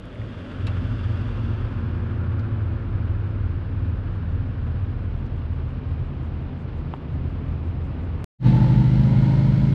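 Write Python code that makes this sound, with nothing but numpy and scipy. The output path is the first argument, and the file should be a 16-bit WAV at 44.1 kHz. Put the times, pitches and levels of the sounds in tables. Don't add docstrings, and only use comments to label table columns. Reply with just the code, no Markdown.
import sys
import numpy as np
from scipy import signal
from scipy.fft import rfft, irfft
from scipy.io import wavfile

SR = 44100
rng = np.random.default_rng(int(sys.argv[2]) if len(sys.argv) > 2 else 0)


def int16_out(signal):
    q = np.round(np.clip(np.atleast_2d(signal).T, -1, 1) * 32767)
    wavfile.write(sys.argv[1], SR, q.astype(np.int16))


N = 429534
T = np.arange(N) / SR
ROADSIDE_END_S, RIDE_START_S, RIDE_FULL_S = 8.243, 8.385, 8.47

# (multiple of the firing rate, level [dB])
FAR_NOTE = [(1, 0.5), (2, -18)]


def from_db(db):
    return 10 ** (np.asarray(db) / 20)


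def rms_one(x):
    return x / np.sqrt(np.mean(x ** 2) + 1e-20)


def in_time(rows):
    times, *columns = np.transpose(rows)
    return [np.interp(T, times, column) for column in columns]


def drift(rate_hz):
    hz = np.arange(N // 2 + 1) * SR / N
    return rms_one(irfft(rfft(rng.standard_normal(N)) / (1 + (hz / rate_hz) ** 2), N))


def noise(colour):
    hz = np.maximum(np.arange(N // 2 + 1) * SR / N, 1)
    points_hz, db = np.transpose(colour)
    skirts = np.minimum(hz / points_hz[0], 1) ** 4 * np.minimum(points_hz[-1] / hz, 1) ** 8
    shape = from_db(np.interp(np.log(hz), np.log(points_hz), db))
    return rms_one(irfft(rfft(rng.standard_normal(N)) * skirts * shape, N))


def swell(db, from_s, rise_db_per_s, to_s=np.inf, fall_db_per_s=0):
    rise_db = rise_db_per_s * np.maximum(from_s - T, 0)
    fall_db = fall_db_per_s * np.maximum(T - to_s, 0)
    return from_db(db - rise_db - fall_db)


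def revving(top_hz, from_s, rise_hz_per_s, to_s=np.inf, sag_hz_per_s=0):
    return top_hz - rise_hz_per_s * np.maximum(from_s - T, 0) - sag_hz_per_s * np.maximum(T - to_s, 0)


def turning(hz):
    return 2 * np.pi * (np.cumsum(hz) / SR + rng.random())


def following(sound, speed):
    return np.interp(np.cumsum(speed) % N, np.arange(N), sound)


def harmonics(angle, note, flutter, flutter_hz):
    out = np.zeros(N)
    for multiple, db in note:
        wave = np.sin(round(multiple) * angle + rng.uniform(0, 2 * np.pi))
        out += np.sqrt(2) * from_db(db) * wave * (1 + flutter * drift(flutter_hz))
    return out


def distant_engine(hz, note, wander, flutter):
    angle = turning(hz * (1 + wander * drift(5.27)))
    return harmonics(angle, note, flutter, flutter_hz=6.6)


def lull(at_s=2.2, width_s=.42, depth_db=5):
    return from_db(-depth_db * np.exp(-((T - at_s) / width_s) ** 2))


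def bass_dips(edge_s=.024):
    # (start [s], end [s], depth [dB])
    dips = [(-.1, 0.173, 12), (.173, .304, 1.5), (0.293, 0.572, 10.5), (6.307, 6.754, 3), (6.914, 7.1, 8.5),
            (7.935, 8.005, 7.5)]
    dip_db = sum(db * .5 * (np.tanh((T - start) / edge_s) - np.tanh((T - end) / edge_s))
                 for start, end, db in dips)
    return from_db(-dip_db)


def hairpin_car():
    # (time [s], firing rate [Hz], level [dB])
    approach = [(0, 110, -37.5), (.7, 109, -31), (2.1, 106.3, -33), (2.4, 105.5, -26.5), (3, 103.7, -26.5),
                (3.7, 99.5, -30), (4.85, 96, -30.5), (5.4, 95.3, -37), (6, 91.5, -34.5), (6.5, 88, -36),
                (6.95, 86.5, -43), (7.25, 85.7, -29.5), (8.24, 83, -31)]
    # (multiple of the firing rate, level [dB])
    note = [(1, -0.5), (2, -28.5), (3, -34.5)]
    hz, db = in_time(approach)
    return from_db(db) * distant_engine(hz, note, wander=.0018, flutter=.16)


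def leaving_engine():
    # (multiple of the firing rate, level [dB])
    note = [(2, -2), (3, -2)]
    hz = revving(top_hz=85.2, from_s=.92, rise_hz_per_s=4)
    gain = swell(db=-40, from_s=.79, rise_db_per_s=24, to_s=.85, fall_db_per_s=25.5)
    return gain * distant_engine(hz, note, wander=.0036, flutter=.24)


def far_engine():
    hz = revving(top_hz=137.35, from_s=1.7, rise_hz_per_s=4.8, to_s=3.3, sag_hz_per_s=2.2)
    gain = swell(db=-35.5, from_s=8.05, rise_db_per_s=1.16)
    return gain * distant_engine(hz, FAR_NOTE, wander=.0036, flutter=.23)


def heavy_engine(start_hz=46.54, idle_hz=38.17, settle_s=3.1, firings_per_throb=16.4, throb_at_s=2.29):
    # (multiple of the firing rate, level [dB])
    note = [(2, 1.5), (3, -16.5), (4, -23), (6, -28)]
    hz = idle_hz + (start_hz - idle_hz) * np.exp(-T / settle_s)
    firings = np.cumsum(hz) / SR
    throbs = (firings - np.interp(throb_at_s, T, firings)) / firings_per_throb
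    throb = 1 + .38 * np.cos(2 * np.pi * throbs)
    angle = turning(hz * (1 + .0022 * drift(5.14)))
    fundamental = np.sqrt(2) * from_db(-4) * lull() * np.sin(angle)
    overtones = throb * harmonics(angle, note, flutter=.11, flutter_hz=9.9)
    gain = swell(db=-31.5, from_s=.68, rise_db_per_s=13, to_s=5.3, fall_db_per_s=2.5)
    return gain * (fundamental + overtones)


def climbing_motorbike():
    # (multiple of the firing rate, level [dB])
    note = [(1, 0.5), (5, -33.5)]
    hz = revving(top_hz=116.5, from_s=1.7, rise_hz_per_s=4, to_s=2.15, sag_hz_per_s=3.1)
    angle = turning(hz * (1 + .0027 * drift(4.5)))
    gain = swell(db=-33, from_s=.63, rise_db_per_s=18, to_s=2.3, fall_db_per_s=6)
    second = swell(db=-39, from_s=1.2, rise_db_per_s=23, to_s=1.98, fall_db_per_s=9.5)
    third = swell(db=-48, from_s=2, rise_db_per_s=5, to_s=3.5, fall_db_per_s=13)
    body = gain * harmonics(angle, note, flutter=.063, flutter_hz=13)
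    return body + np.sqrt(2) * (second * np.sin(2 * angle) + third * np.sin(3 * angle))


def rumble():
    # (frequency [Hz], level [dB])
    wind_colour = [(15, -21.5), (27, -12.5), (36, -2.5), (45, 1), (62, -1), (80, -10.5), (130, -37.5)]
    # (frequency [Hz], level [dB])
    exhaust_colour = [(50, -26.5), (70, 3), (95, 11.5), (125, 3.5), (155, -6.5), (220, -36.5)]
    # (frequency [Hz], level [dB])
    drone_colour = [(120, -21.5), (165, 3), (200, 1), (260, 3), (300, -3.5), (380, -7), (480, -11.5),
                    (600, -19), (900, -39.5)]
    wind_gain = swell(db=-36, from_s=4.1, rise_db_per_s=-.5, to_s=5.2, fall_db_per_s=.4)
    wind = wind_gain * lull() * noise(wind_colour)
    exhausts = from_db(-33.5) * noise(exhaust_colour)
    leaving = swell(db=-38, from_s=.49, rise_db_per_s=7.5, to_s=2.1, fall_db_per_s=.83)
    coming = swell(db=-39, from_s=7.3, rise_db_per_s=2.5)
    return bass_dips() * (wind + exhausts) + np.hypot(leaving, coming) * noise(drone_colour)


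def tyres():
    # (frequency [Hz], level [dB])
    leaving_roar = [(330, -21.5), (450, 0), (560, -1), (760, -6.5), (950, -4), (1400, -1.5), (1700, -5.5),
                    (1880, -12.5), (2500, -15), (3300, -36)]
    coming_roar = [(330, -16), (450, -4.5), (570, -6), (680, -7), (865, -8.5), (1180, -10), (1550, -15),
                   (2500, -21.5), (3300, -43)]
    # (frequency [Hz], level [dB])
    leaving_hiss = [(1600, -6), (2300, -9.5), (2780, -5.5), (3100, -6.5), (3480, -7), (3950, -17.5),
                    (4650, -19), (4900, -20.5), (5200, -23), (5900, -27.5), (8500, -33.5), (10500, -40),
                    (14000, -58)]
    coming_hiss = [(1500, -20.5), (2200, -5.5), (2800, -1), (3900, -9.5), (5100, -17), (6000, -27.5),
                   (7200, -34), (10000, -41), (14000, -55.5)]
    coarse_asphalt = from_db(.69 * drift(35))
    roar = noise(leaving_roar) * swell(db=-45, from_s=.71, rise_db_per_s=11, to_s=2.28, fall_db_per_s=3)
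    roar += noise(coming_roar) * swell(db=-46.5, from_s=7.94, rise_db_per_s=1)
    hiss = noise(leaving_hiss) * swell(db=-52.5, from_s=.43, rise_db_per_s=8, to_s=1.1, fall_db_per_s=10)
    hiss += noise(coming_hiss) * swell(db=-60, from_s=1.5, rise_db_per_s=11)
    return coarse_asphalt * (roar + hiss)


def howl():
    # (frequency [Hz], level [dB])
    colour = [(440, -7.5), (540, -2), (620, -0.5), (700, -17)]
    return swell(db=-49.5, from_s=.16, rise_db_per_s=20, to_s=.66, fall_db_per_s=11) * noise(colour)


def ringing():
    # (centre [Hz], half-width [Hz], level [dB])
    modes = [(2743, 120, 4), (3420, 110, 1), (4620, 110, -7), (5120, 90, -9.5), (5870, 200, -17.5)]
    ring = sum(from_db(db) * noise([(hz - width, -14), (hz, 0), (hz + width, -14)])
               for hz, width, db in modes)
    return swell(db=-57, from_s=.94, rise_db_per_s=16, to_s=1.48, fall_db_per_s=24) * rms_one(ring)


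def high_ticks(cracks_per_s=10, decay_s=.002):
    # (time [s], relative level [dB])
    ticks = [(.055, -56), (.15, -60), (3.5404, -65), (4.6473, -66), (5.044, -68), (5.9344, -66),
             (6.232, -65), (7.3028, -69), (7.7423, -67)]
    # (frequency [Hz], level [dB])
    colour = [(4000, 0), (7000, -1), (10500, -0.5), (12000, -18), (14000, -26)]
    cracking = rng.random(N) < cracks_per_s / SR
    cracks = cracking * from_db(-79 + 2.5 * np.minimum(rng.exponential(1, N), 3))
    for at_s, db in ticks:
        cracks[int(at_s * SR)] += from_db(db - 5)
    envelope = signal.lfilter([1], [1, -np.exp(-1 / (decay_s * SR))], cracks + 1e-18)
    return envelope * noise(colour)


def grit(muffle_hz=3400):
    # (time [s], relative level [dB], ring [Hz], time to fall 60 dB [s])
    pops = [(.156, -35, 2100, 0.0056), (.216, -32.5, 1960, 0.0061), (4.234, -29.5, 1150, 0.004),
            (6.938, -11, 880, 0.0047), (6.9384, -21.5, 2890, 0.0015), (6.947, -27, 1000, 0.0054)]
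    out = np.zeros(N)
    for at_s, db, hz, t60 in pops:
        age = np.maximum(T - at_s, 0)
        release = 1 - np.exp(-age * hz * 1.2)
        decay = from_db(db + 6 - 60 * np.minimum(age / t60, 4))
        out += release * decay * np.sin(2 * np.pi * hz * age)
    return signal.sosfilt(signal.butter(6, muffle_hz, fs=SR, output="sos"), out)


def chain_snaps(attack_s=.0007):
    # (time [s], level [dB], decay [s], centre [Hz])
    strikes = [(.668, -35.5, .0065, 4200), (.677, -35, .011, 1200), (.678, -40, .009, 2700),
               (2.392, -53.5, .009, 4500), (5.258, -64, .009, 6000), (5.263, -58, .003, 4800)]
    # (multiple of the centre frequency, level [dB])
    colour = [(.15, -7), (.6, 0), (1, 1.5), (1.45, -11.5), (2.5, -22.5), (3.1, -32)]
    out = np.zeros(N)
    for at_s, db, decay_s, hz in strikes:
        age = np.maximum(T - at_s, 0)
        attack = 1 - np.exp(-np.minimum(age / attack_s, 20))
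        decay = np.exp(-np.minimum(age / decay_s, 20))
        out += from_db(db) * attack * decay * noise([(ratio * hz, level) for ratio, level in colour])
    return out


def sprockets(snaps, t60_s=.067):
    # (frequency [Hz], gain [dB])
    modes = [(1303, 5.5), (2051, 5), (2358, 2), (2659, 5.5), (3800, -4), (4813, 3), (9507, 4), (10540, 1)]
    radius = from_db(-60 / (t60_s * SR))
    feed = (1 - radius ** 2) / 2
    out = np.zeros(N)
    for hz, db in modes:
        feedback = [1, -2 * radius * np.cos(2 * np.pi * hz / SR), radius ** 2]
        out += from_db(db) * signal.lfilter([feed, 0, -feed], feedback, snaps + 1e-18)
    return out


def bicycle(push_s=.26):
    # (frequency [Hz], level [dB])
    colour = [(1200, -13), (1450, -5.5), (1620, -2.5), (1780, -6), (2000, -20.5)]
    # (time [s], gain [dB])
    pushes = [(4.15, 8.8), (4.68, 9.9)]
    push_db = sum(db * np.exp(-((T - at_s) / push_s) ** 2) for at_s, db in pushes)
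    gain = swell(db=-64.5, from_s=1.1, rise_db_per_s=2, to_s=3.8, fall_db_per_s=2.5)
    snaps = chain_snaps()
    return gain * from_db(push_db) * noise(colour) + snaps + sprockets(snaps)


def passing_engines(fade_db_per_s=23):
    # (start [s], end [s], first firing rate [Hz], last rate [Hz], level [dB])
    passers = [(1.899, 3.2, 165.5, 164.7, -47.5), (3.901, 4.4, 164.6, 162.2, -43),
               (4.5, 6.2, 118.7, 125.2, -37.5), (5.5, 7.204, 141.2, 138.9, -42.5),
               (6.55, 8.2, 157.6, 151.2, -40.5), (7.1, 8.2, 69.8, 63, -38)]
    out = np.zeros(N)
    for from_s, to_s, from_hz, to_hz, db in passers:
        hz = from_hz + (to_hz - from_hz) * (T - from_s) / (to_s - from_s)
        gain = swell(db, from_s, fade_db_per_s, to_s, fade_db_per_s)
        out += gain * distant_engine(hz, FAR_NOTE, wander=.0025, flutter=.22)
    return out


def grasshopper(strokes_per_s=5.59, slowing_per_s2=.08, stroke_at_s=6.955):
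    # (frequency [Hz], level [dB])
    colour = [(4500, -14), (5500, -0.5), (7200, 1.5), (8500, -2), (10500, -8), (12000, -22), (14000, -32.5)]
    since = T - stroke_at_s
    beat = strokes_per_s * since - .5 * slowing_per_s2 * since ** 2 + .04 * drift(5)
    stroke = (.5 + .5 * np.cos(2 * np.pi * beat)) ** 3
    strength = from_db(1.9 * drift(5) + 1.5 * drift(150))
    return swell(db=-81.5, from_s=5, rise_db_per_s=3.5) * strength * stroke * noise(colour)


def stop_click(db=-21, decay_s=.00046):
    age = np.maximum(T - ROADSIDE_END_S, 0)
    return from_db(db) * (T >= ROADSIDE_END_S) * np.exp(-age / decay_s)


def twin_engine():
    # (time [s], engine cycle rate [Hz])
    revs = [(8.42, 25.1), (8.87, 25.65), (9.274, 26.6), (9.72, 27.15)]
    # (time [s], exhaust [dB], intake [dB], clatter [dB])
    throttle = [(8.47, -12, -34.5, -43), (8.532, -14.5, -35, -45), (8.884, -16, -40, -47.5),
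                (9.308, -17, -37.5, -47.5), (9.72, -18, -42.5, -49.5)]
    # (multiple of the cycle rate, level [dB])
    exhaust_note = [(1, -27), (2, -10), (3, -14), (4, -14.5), (5, 3), (6, -4), (7, -7.5), (8, -10.5)]
    growl_note = [(9, -21.5), (10, -18.5), (11, -19.5), (12, -23), (13, -25), (14, -29.5), (15, -29.5),
                  (16, -36)]
    # (frequency [Hz], level [dB])
    intake_colour = [(300, -12), (380, -3), (460, -3.5), (570, 1.5), (715, -6.5), (820, -4), (920, -4),
                     (1000, -6), (1130, -16.5), (1500, -30)]
    clatter_colour = [(1050, -12), (1200, -2.5), (1400, -1), (1650, -4.5), (1900, -3), (2120, -5),
                      (2500, -9), (3200, -8), (3600, -12), (4050, -9.5), (4900, -17), (6000, -23.5),
                      (10500, -36.5), (14000, -51)]
    # (multiple of the cycle rate, level [dB])
    whine_note = [(19, -11), (20, -10), (22, -8.5), (29, -14.5), (30, -12.5), (31, -11.5), (33, -13),
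                  (34, -10), (35, -1.5), (36, -7), (37, -9.5), (38, -11.5)]
    gear_note = [(53, -4), (54, 1.5), (56, -5.5), (79, 0), (80, -3), (82, 0), (84, -7.5)]
    # (multiple of the cycle rate, level [dB])
    singing_note = [(34, 0)]
    cycle_hz, = in_time(revs)
    exhaust_db, intake_db, clatter_db = in_time(throttle)
    speed = cycle_hz / np.mean(cycle_hz[T > RIDE_START_S])
    angle = turning(cycle_hz * (1 + .0042 * drift(20.6)))
    exhaust = from_db(exhaust_db - 4.5) * harmonics(angle, exhaust_note, flutter=.07, flutter_hz=13)
    growl = from_db(exhaust_db - 3.5) * harmonics(angle, growl_note, flutter=.36, flutter_hz=12)
    gulps = from_db(2 * np.cos(2 * angle) + .62 * np.cos(angle))
    intake = from_db(intake_db - 2.5) * rms_one(following(noise(intake_colour), speed) * gulps)
    whine = from_db(intake_db - 11) * harmonics(angle, whine_note, flutter=.78, flutter_hz=17)
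    throb = from_db(np.cos(2 * angle))
    clatter = from_db(clatter_db + 2) * rms_one(following(noise(clatter_colour), speed) * throb)
    gear_gain = swell(db=-60, from_s=9.25, rise_db_per_s=11.5, to_s=9.35, fall_db_per_s=9.5)
    gears = gear_gain * harmonics(angle, gear_note, flutter=.72, flutter_hz=18)
    singing_gain = swell(db=-45, from_s=8.6, rise_db_per_s=89.5, to_s=8.74, fall_db_per_s=59.5)
    singing = singing_gain * harmonics(angle, singing_note, flutter=.44, flutter_hz=22)
    return exhaust + growl + intake + whine + clatter + gears + singing


def hums():
    # (pitch [Hz], top level [dB], time of the top [s], fade either side [dB/s])
    tones = [(61, -34.5, 8.75, 8), (102.4, -33.5, 9.3, 10.5), (114.2, -23, 9.3, 2), (210, -29, 8.6, 3),
             (315, -34, 8.53, 17), (528, -45.5, 9.22, 15), (596, -46, 9.4, 18.5), (840, -51, 9.17, 45.5),
             (2880, -62.5, 13, 9)]
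    out = np.zeros(N)
    for hz, db, top_s, fade in tones:
        gain = from_db(db - fade * np.abs(T - top_s) + 1.1 * drift(3.2))
        angle = turning(hz * (1 + .0036 * drift(9)))
        out += np.sqrt(2) * gain * np.sin(angle)
    return out


def slipstream():
    # (frequency [Hz], level [dB])
    colour = [(20, -24), (40, -5), (56, 6), (80, 0), (120, -1), (200, -3.5), (320, -15.5), (420, -20.5),
              (700, -41.5)]
    return from_db(-30.5) * noise(colour)


def rattles(attack_s=.0045, t60_s=.042):
    # (time [s], level [dB], ring [Hz])
    knocks = [(8.522, -28, 946), (8.546, -22, 905), (8.581, -28, 864), (8.64, -21.5, 873),
              (8.818, -24, 904), (9.241, -27, 838), (9.331, -25, 936)]
    out = np.zeros(N)
    for at_s, db, hz in knocks:
        age = np.maximum(T - at_s, 0)
        attack = 1 - np.exp(-age / attack_s)
        decay = from_db(db - 60 * np.minimum(age / t60_s, 4))
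        out += attack * decay * np.sin(2 * np.pi * hz * age)
    return out * (.96 + .4 * drift(110))


def scene(fade_out_s=.004):
    car, leaving = hairpin_car(), leaving_engine()
    engines = bass_dips() * (car + far_engine() + heavy_engine() + climbing_motorbike())
    traffic = engines + leaving + passing_engines() + rumble() + tyres() + howl() + ringing()
    roadside = traffic + grasshopper() + bicycle() + grit() + high_ticks()
    ride = twin_engine() + hums() + rattles() + slipstream()
    stop = np.clip((ROADSIDE_END_S - T) / fade_out_s + 1, 0, 1)
    fade_in = np.clip((T - RIDE_START_S) / (RIDE_FULL_S - RIDE_START_S), 0, 1) ** 2
    fade_out = np.minimum((T[-1] - T) / fade_out_s, 1)
    return (roadside * stop + stop_click() + ride * fade_in * fade_out)[None]


def record(dry):
    cutoff_hz = 14900
    return signal.sosfilt(signal.cheby2(12, 70, cutoff_hz, fs=SR, output="sos"), dry)


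dry = scene()
out = record(dry)
int16_out(out)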